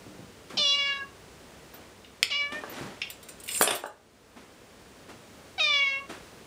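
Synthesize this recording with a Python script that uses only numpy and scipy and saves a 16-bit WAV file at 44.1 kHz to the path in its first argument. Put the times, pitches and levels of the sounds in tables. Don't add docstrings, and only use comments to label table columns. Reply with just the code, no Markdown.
import sys
import numpy as np
from scipy import signal
from scipy.fft import rfft, irfft, next_fast_len
from scipy.io import wavfile
from scipy.ndimage import map_coordinates

SR = 44100
rng = np.random.default_rng(int(sys.argv[2]) if len(sys.argv) > 2 else 0)


def wrap_up_sound(samples):
    columns = np.atleast_2d(samples).T
    tamed = np.clip(columns, -1, 1)
    steps = np.round(tamed * 32767).astype(np.int16)
    wavfile.write(sys.argv[1], SR, steps)


N = 284886

# freq_hz, relative_db
HUSH_COLOUR = [(15, -50), (25, -17.5), (64, -3.5), (101, -9.5), (129, -5), (226, -3), (313, -4.5),
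               (456, -3.5), (759, -10), (1610, -13.5), (2540, -16), (8530, -23), (12400, -30.5),
               (15400, -18)]
# freq_hz, level_db
HUM_TONES = [(66, -69.5), (98, -67)]
# freq_hz, t60_s
ROOM_DECAY = [(150, 0.29), (600, 0.34), (2500, 0.28), (6000, 0.27), (14000, 0.1)]

# start_s, relative_db
THUMP_EVENTS = [(.066, -37.5), (.192, -35), (.541, -33.5), (1.025, -42.5), (2.524, -37), (2.811, -28.5),
                (2.848, -36), (3.605, -29), (4.362, -41)]
# freq_hz, relative_db
THUMP_COLOUR = [(30, -23), (90, -8), (150, 1), (210, 9.5), (310, -1), (480, -9.5), (1000, -23), (4000, -71)]
# start_s, level_db, rise_s, t60_s
SCUFF_EVENTS = [(0.498, -42.5, 0.002, 0.45), (1.734, -49.5, 0.0036, 0.75), (2.52, -37.5, 0.0015, 0.65),
                (2.629, -40, 0.16, 1), (4.362, -46, 0.0024, 0.67), (5.08, -45.5, 0.017, 0.3),
                (6.086, -38.5, 0.014, 0.48)]
# freq_hz, relative_db
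CLOTH_COLOUR = [(35, -59), (60, -26), (295, -3), (428, -7), (1880, -13), (8620, -27.5), (12500, -35.5),
                (14000, -28), (15000, -33)]

# start_s, relative_db
SNAP_EVENTS = [(2.2295, 1.5)]
# freq_hz, relative_db
SNAP_COLOUR = [(100, -16), (700, -16.5), (1600, -15), (2100, -5.5), (2700, -0.5), (3300, 0), (3850, -11),
               (4600, -3), (5200, 0), (6100, -26), (6900, -8), (8600, -12), (11000, -18.5), (15000, -13.5)]
# start_s, peak_db
TAP_EVENTS = [(2.046, -40.5), (2.523, -32), (3.017, -20), (3.102, -34), (3.478, -33), (3.4895, -21),
              (3.549, -25.5), (3.675, -5), (3.713, -21), (3.731, -22), (3.754, -24.5)]
# freq_hz, width_hz, relative_db
SHELL_MODES = [(2155, 580, -5), (2830, 305, 4), (3650, 270, -1.5), (5230, 460, -9.5)]

# start_s, relative_db
KNOCK_EVENTS = [(2.636, -30.5), (3.611, -13.5), (3.627, -15), (3.674, -14.5), (3.711, -24), (3.751, -31),
                (3.838, -21.5), (3.857, -25)]
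# freq_hz, width_hz, relative_db
WOOD_MODES = [(400, 127, -4), (623, 62, 3), (827, 110, -0.5), (1180, 163, -5), (1530, 170, -6.5),
              (1737, 100, -7), (2760, 180, -21.5)]

# start_s, peak_db
CLINK_EVENTS = [(3.101, -23), (3.229, -33), (3.287, -27), (3.4, -33), (3.611, -5), (3.62, 2.5),
                (3.751, -11.5), (3.862, -26.5)]
# start_s, level_db
TINK_EVENTS = [(1.74, -33.5), (2.696, -27.5)]
# freq_hz, relative_db, t60_s
KEY_MODES = [(5066, -17, .12), (7170, -5, .2), (7340, -6, .2), (7930, -7, .18), (8560, -2, .18),
             (8680, -6, .27), (9600, -12, .09), (11200, -5, .24), (14100, -2, .1), (14560, 3, .2),
             (14900, 1, .1)]
# freq_hz, relative_db
SCRAPE_COLOUR = [(71, -61.5), (120, -11.5), (192, -21.5), (415, -0.5), (498, -17), (563, -7), (955, -9.5),
                 (2870, -11), (4300, -19), (7920, -23.5), (8770, -10), (15500, -31.5)]
RATTLE_START_S, RATTLE_RISE_S, RATTLE_LENGTH_S = 3.435, 0.11, 0.36
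RATTLE_DB, RATTLE_RISE_DB, RATTLE_FADE_DB_PER_S = -22, 8.5, 39
LAND_S = 3.615
SLIDE_DB, SLIDE_ATTACK_S, SLIDE_HOLD_S, SLIDE_T60_S = -22, 0.0053, 0.081, 0.25

# time_s, pitch_hz, relative_db
VOICE_TRACKS = [
    [(0.58, 602.6, -27.5), (0.674, 564.4, -24), (0.69, 564.7, -22), (0.748, 566.9, -22),
     (0.776, 568.4, -28), (0.804, 565.5, -24.5), (0.974, 555.6, -31), (1.008, 553, -40),
     (1.024, 546, -38.5), (1.05, 557, -50)],
    [(2.315, 562, -27), (2.351, 571.5, -25.5), (2.385, 579.4, -28), (2.413, 574, -25),
     (2.475, 573.7, -34.5), (2.489, 569, -45), (2.519, 596, -46), (2.525, 593, -36), (2.587, 609.5, -40),
     (2.595, 609, -42)],
    [(5.6, 637, -27), (5.61, 626.4, -24.5), (5.682, 589.4, -24.5), (5.806, 557.6, -22.5),
     (5.812, 559.6, -24), (5.884, 548.5, -24.5), (5.902, 547.8, -28.5), (5.968, 545.8, -32),
     (6.006, 555.9, -41.5), (6.022, 548.6, -54)],
]
# start_s, length_s, pitch_ratio, roughness_0_1, mouth_db
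CRACK_SETTINGS = [(0.57, 0.0073, 1.29, 0.61, -3), (2.301, 0.0078, 1.19, 0.66, -4),
                  (5.579, 0.015, 1.2, 0.1, -9)]
# closing_start_s, lips_meet_s, mouth_open_hz, mouth_shut_hz, upper_open_hz
JAW_SETTINGS = [(0.716, 1.013, 2760, 1780, 3310), (2.397, 2.525, 2480, 2020, 3080),
                (5.64, 6.025, 2560, 2170, 3570)]
# upper_re_mouth_db, muzzle_re_mouth_db, throat_db, throat_tilt_db_per_octave
CALL_TONES = [(3.5, -1.5, -42, -1.5), (-5, -12.5, -44.5, 2), (-3, -6.5, -38.5, 3.5)]
# freq_hz, relative_db
THROAT_COLOUR = [(550, -3.5), (750, 3), (1150, 0), (1700, -13), (2400, -25), (4000, -50)]
# freq_hz, relative_db
MUZZLE_COLOUR = [(3200, -28), (3950, 1), (4500, -4), (5200, -5), (5700, -9.5), (6300, -16.5), (7200, -24.5),
                 (8500, -33), (15000, -51)]
UPPER_SHUT_HZ = 2700
UPPER_FADE_DB, MUZZLE_FADE_DB = 0.5, 13
LIPS_DB, LIPS_S = 18, 0.005
JAW_EASE = 1.7
RASP_BRIGHT_DB = 13.5
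THROAT_SHARE = 0.17

# freq_hz, gain_db
MICROPHONE_RESPONSE = [(11600, 1), (12150, -15.5), (12550, -16), (13100, -2.5), (13900, -6)]
TOP_HZ = 15500


def amp(db):
    return 10 ** (np.asarray(db) / 20)


def unit(x):
    return x / np.sqrt(np.mean(x ** 2) + 1e-20)


def clock(size):
    return np.arange(size) / SR


def along(points, hz):
    f, v = np.transpose(points)
    return np.interp(np.log(hz + 1), np.log(f + 1), v)


def wobble(rate_hz, size):
    knots = rng.standard_normal(int(size * rate_hz / SR) + 4)
    return map_coordinates(knots, [clock(size) * rate_hz])


def filtered(x, response):
    m = next_fast_len(len(x) + SR // 2)
    return irfft(rfft(x, m) * response(np.fft.rfftfreq(m, 1 / SR)), m)[:len(x)]


def noise(colour, size):
    return unit(filtered(rng.standard_normal(size), lambda hz: amp(along(colour, hz))))


def impulse(colour, size=4096):
    cepstrum = irfft(np.log(amp(along(colour, np.fft.rfftfreq(size, 1 / SR)))))
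    cepstrum[1:size // 2] *= 2
    cepstrum[size // 2 + 1:] = 0
    return irfft(np.exp(rfft(cepstrum)))


def resonator(modes):
    t = clock(SR // 5)
    ring = np.zeros(len(t))
    for k, (hz, width_hz, db) in enumerate(modes):
        decay = width_hz * np.exp(-np.pi * width_hz * t)
        ring += amp(db) * decay * np.cos(2 * np.pi * hz * t) * (-1) ** k
    return signal.sosfilt(signal.butter(2, 220, "high", fs=SR, output="sos"), ring)


def blow(body, chatter, t60_s):
    t = clock(SR // 4)
    force = amp(-60 * t / t60_s) * rng.standard_normal(len(t))
    force *= chatter / np.linalg.norm(force)
    force[0] = 1
    hit = signal.fftconvolve(force, body)
    return hit / np.abs(hit).max()


def add(track, start_s, sound):
    part = track[max(round(start_s * SR), 0):][:len(sound)]
    part += sound[:len(part)]


def blows(events, body, chatter, t60_s):
    out = np.zeros(N)
    for start_s, db in events:
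        add(out, start_s, amp(db) * blow(body, chatter, t60_s))
    return out


def room(x, wet_db):
    hz, t, z = signal.stft(rng.standard_normal(SR // 2), SR, nperseg=256)
    decay = amp(-60 * t / along(ROOM_DECAY, hz)[:, None])
    tail = signal.istft(z * decay, SR, nperseg=256)[1]
    tail[:round(.004 * SR)] = 0
    return x + amp(wet_db) * signal.fftconvolve(x, tail / np.linalg.norm(tail))[:N]


def background():
    hum = np.zeros(N)
    for hz, db in HUM_TONES:
        level = amp(db + 0.68 * wobble(6.1, N)) * np.sqrt(2)
        hum += level * np.sin(2 * np.pi * hz * clock(N) + 0.38 * wobble(6, N))
    return hum + amp(-51.0 + 1.14 * wobble(2.74, N)) * noise(HUSH_COLOUR, N)


def shuffling():
    t, stroke = clock(N), np.zeros(N)
    for start_s, db, rise_s, t60_s in SCUFF_EVENTS:
        fade_db = -60 * np.maximum(t - start_s - rise_s, 0) / t60_s
        stroke += np.clip((t - start_s) / rise_s, 0, 1) * amp(db + fade_db)
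    rub = stroke * unit(noise(CLOTH_COLOUR, N) * amp(0.75 * wobble(120, N)))
    thumps = amp(-1.5) * blows(THUMP_EVENTS, impulse(THUMP_COLOUR), chatter=0.87, t60_s=0.076)
    return rub + room(thumps, wet_db=1)


def clicks():
    snap = amp(3) * blows(SNAP_EVENTS, impulse(SNAP_COLOUR), chatter=0.68, t60_s=0.017)
    taps = blows(TAP_EVENTS, resonator(SHELL_MODES), chatter=2.4, t60_s=0.032)
    return room(snap, wet_db=-6.5) + room(taps, wet_db=-5.0)


def knocks():
    hits = amp(8.5) * blows(KNOCK_EVENTS, resonator(WOOD_MODES), chatter=0.44, t60_s=0.04)
    return room(hits, wet_db=-5.5)


def rattle(count=24, spread_db=3):
    when, force = rng.random((count, 2)).T
    s = RATTLE_START_S + (np.arange(count) + when) / count * RATTLE_LENGTH_S
    rising = np.maximum(1 - (s - RATTLE_START_S) / RATTLE_RISE_S, 0)
    db = RATTLE_DB - RATTLE_RISE_DB * rising - RATTLE_FADE_DB_PER_S * np.maximum(s - LAND_S, 0)
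    return list(zip(s, db + spread_db * (2 * force - 1)))


def clink(start_s, detune=0.004, spread_db=3, held_t60_s=0.045):
    t = clock(SR // 3)
    hz, db, t60_s = np.transpose(KEY_MODES)[:, :, None]
    strength, turn, key = rng.standard_normal((3, len(KEY_MODES), 1))
    level = amp(db + spread_db * strength - 60 * t / t60_s)
    ring = np.sum(level * np.sin(2 * np.pi * (hz * (1 + detune * key) * t + turn)), axis=0)
    grip = np.interp(start_s, [3.3, 3.5, 3.6, 3.7], [1, 0, 0, .3])
    tick_colour = [(100, -38), (1500, -7.0), (5000, -4.5), (9000, -11.0), (15000, 1)]
    tick = 3 * amp(-60 * t / 0.029) * noise(tick_colour, len(t))
    return blow(ring * amp(-60 * grip * t / held_t60_s) + tick, chatter=1.74, t60_s=0.039)


def keys():
    out, t = np.zeros(N), clock(SR // 3)
    for start_s, db in list(CLINK_EVENTS) + rattle():
        add(out, start_s, amp(db) * clink(start_s))
    for start_s, db in TINK_EVENTS:
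        envelope = amp(db - 60 * t / 0.072) * np.tanh(t / 0.0023)
        add(out, start_s, envelope * np.sin(2 * np.pi * 14100 * t + wobble(400, len(t))))
    slide_db = SLIDE_DB - 60 * np.maximum(t - SLIDE_HOLD_S, 0) / SLIDE_T60_S
    slide = np.clip(t / SLIDE_ATTACK_S, 0, 1) * amp(slide_db)
    add(out, LAND_S, slide * unit(noise(SCRAPE_COLOUR, len(t)) * amp(6.0 * wobble(151, len(t)))))
    return room(out, wet_db=-4)


def resonance(hz, centre_hz, width_hz):
    return 1 / (1 + ((hz - centre_hz) / width_hz) ** 2) ** 2


def shared_power(db, shape):
    return amp(db) ** 2 * shape ** 2 / np.sum(shape ** 2, axis=0)


def meow(voice, crack, jaw, tone, width_hz=390, upper_width_hz=500, jitter=0.0032, rough=0.039,
         settle_s=0.025, flutter_db=2.5):
    start_s, crack_s, pitch_ratio, rasp, crack_db = crack
    closing_s, shut_s, open_hz, shut_hz, upper_open_hz = jaw
    upper_db, muzzle_db, throat_db, tilt_db = tone
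    s, *columns = np.transpose(voice)
    size = int((s[-1] - start_s + .05) * SR)
    t = clock(size)
    now_s = start_s + t
    pitch_hz, level_db = [np.interp(now_s, s, c) for c in columns]

    high = 1 - np.tanh(np.maximum(t - crack_s, 0) / 0.00475)
    unsteady = rasp * np.exp(-t / settle_s)
    pitch_hz = pitch_hz * (1 + (pitch_ratio - 1) * high)
    pitch_hz = pitch_hz * (1 + (jitter + 0.03 * unsteady) * wobble(161.8, size))
    order = np.arange(1, 25)[:, None]
    hz = order * pitch_hz

    closing = 1 - np.clip((shut_s - now_s) / (shut_s - closing_s), 0, 1) ** JAW_EASE
    mouth_hz = open_hz + (shut_hz - open_hz) * closing
    upper_hz = upper_open_hz + (UPPER_SHUT_HZ - upper_open_hz) * closing
    lips_db = -LIPS_DB * (1 + np.tanh((now_s - shut_s) / LIPS_S)) / 2
    upper_db = upper_db + lips_db - UPPER_FADE_DB * closing
    muzzle_db = muzzle_db + RASP_BRIGHT_DB * unsteady + lips_db - MUZZLE_FADE_DB * closing
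    oral = shared_power(0, resonance(hz, mouth_hz, width_hz))
    oral += shared_power(upper_db, resonance(hz, upper_hz, upper_width_hz))
    oral += shared_power(muzzle_db, amp(along(MUZZLE_COLOUR, hz)))

    flutter = amp(flutter_db * np.array([wobble(23.7, size) for k in order]))
    mouth_power = shared_power(level_db + crack_db * high, flutter * np.sqrt(oral))
    throat_db = throat_db + THROAT_SHARE * (level_db - level_db.max())
    throat_shape = amp(along(THROAT_COLOUR, hz) + tilt_db * np.log2(order))
    throat_power = shared_power(throat_db, flutter * throat_shape)
    gains = np.sqrt(2 * (mouth_power + throat_power))

    phase = 2 * np.pi * np.cumsum(hz, axis=1) / SR - 2 * np.arctan((hz - mouth_hz) / width_hz)
    air = np.array([wobble(600, size) + 1j * wobble(600, size) for k in order])
    harmonics = np.real(np.exp(1j * phase) * (1 + (rough + unsteady) * air))
    call = np.sum(gains * harmonics, axis=0)
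    release = amp(-60 * np.maximum(now_s - s[-1], 0) / 0.0095)
    return call * np.clip(t / 0.0035, 0, 1) * release


def cat():
    out = np.zeros(N)
    for voice, crack, jaw, tone in zip(VOICE_TRACKS, CRACK_SETTINGS, JAW_SETTINGS, CALL_TONES):
        add(out, crack[0], meow(voice, crack, jaw, tone))
    return room(amp(1.0) * out, wet_db=-10.5)


def scene():
    mono = background() + shuffling() + clicks() + knocks() + keys() + cat()
    return np.array([mono, mono])


def gain_control(x, threshold_db=-26, slope=0.66, recovery_db_per_s=9, lag_s=0.0012):
    smooth_n = .012 * SR
    power = signal.lfilter([1], [1, -np.exp(-1 / smooth_n)], x[0] ** 2) / smooth_n
    excess_db = slope * np.maximum(10 * np.log10(power + 1e-12) - threshold_db, 0)
    t = clock(N)
    recovery_db = recovery_db_per_s * t
    gain_db = recovery_db - np.maximum.accumulate(excess_db + recovery_db)
    return x * amp(np.interp(t - lag_s, t, gain_db))


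def record(dry):
    held = np.clip(gain_control(dry), -.62, .62)

    def response(hz):
        return amp(along(MICROPHONE_RESPONSE, hz)) / (1 + (hz / TOP_HZ) ** 120)

    return np.array([filtered(x, response) for x in held])


dry = scene()
out = record(dry)
wrap_up_sound(out)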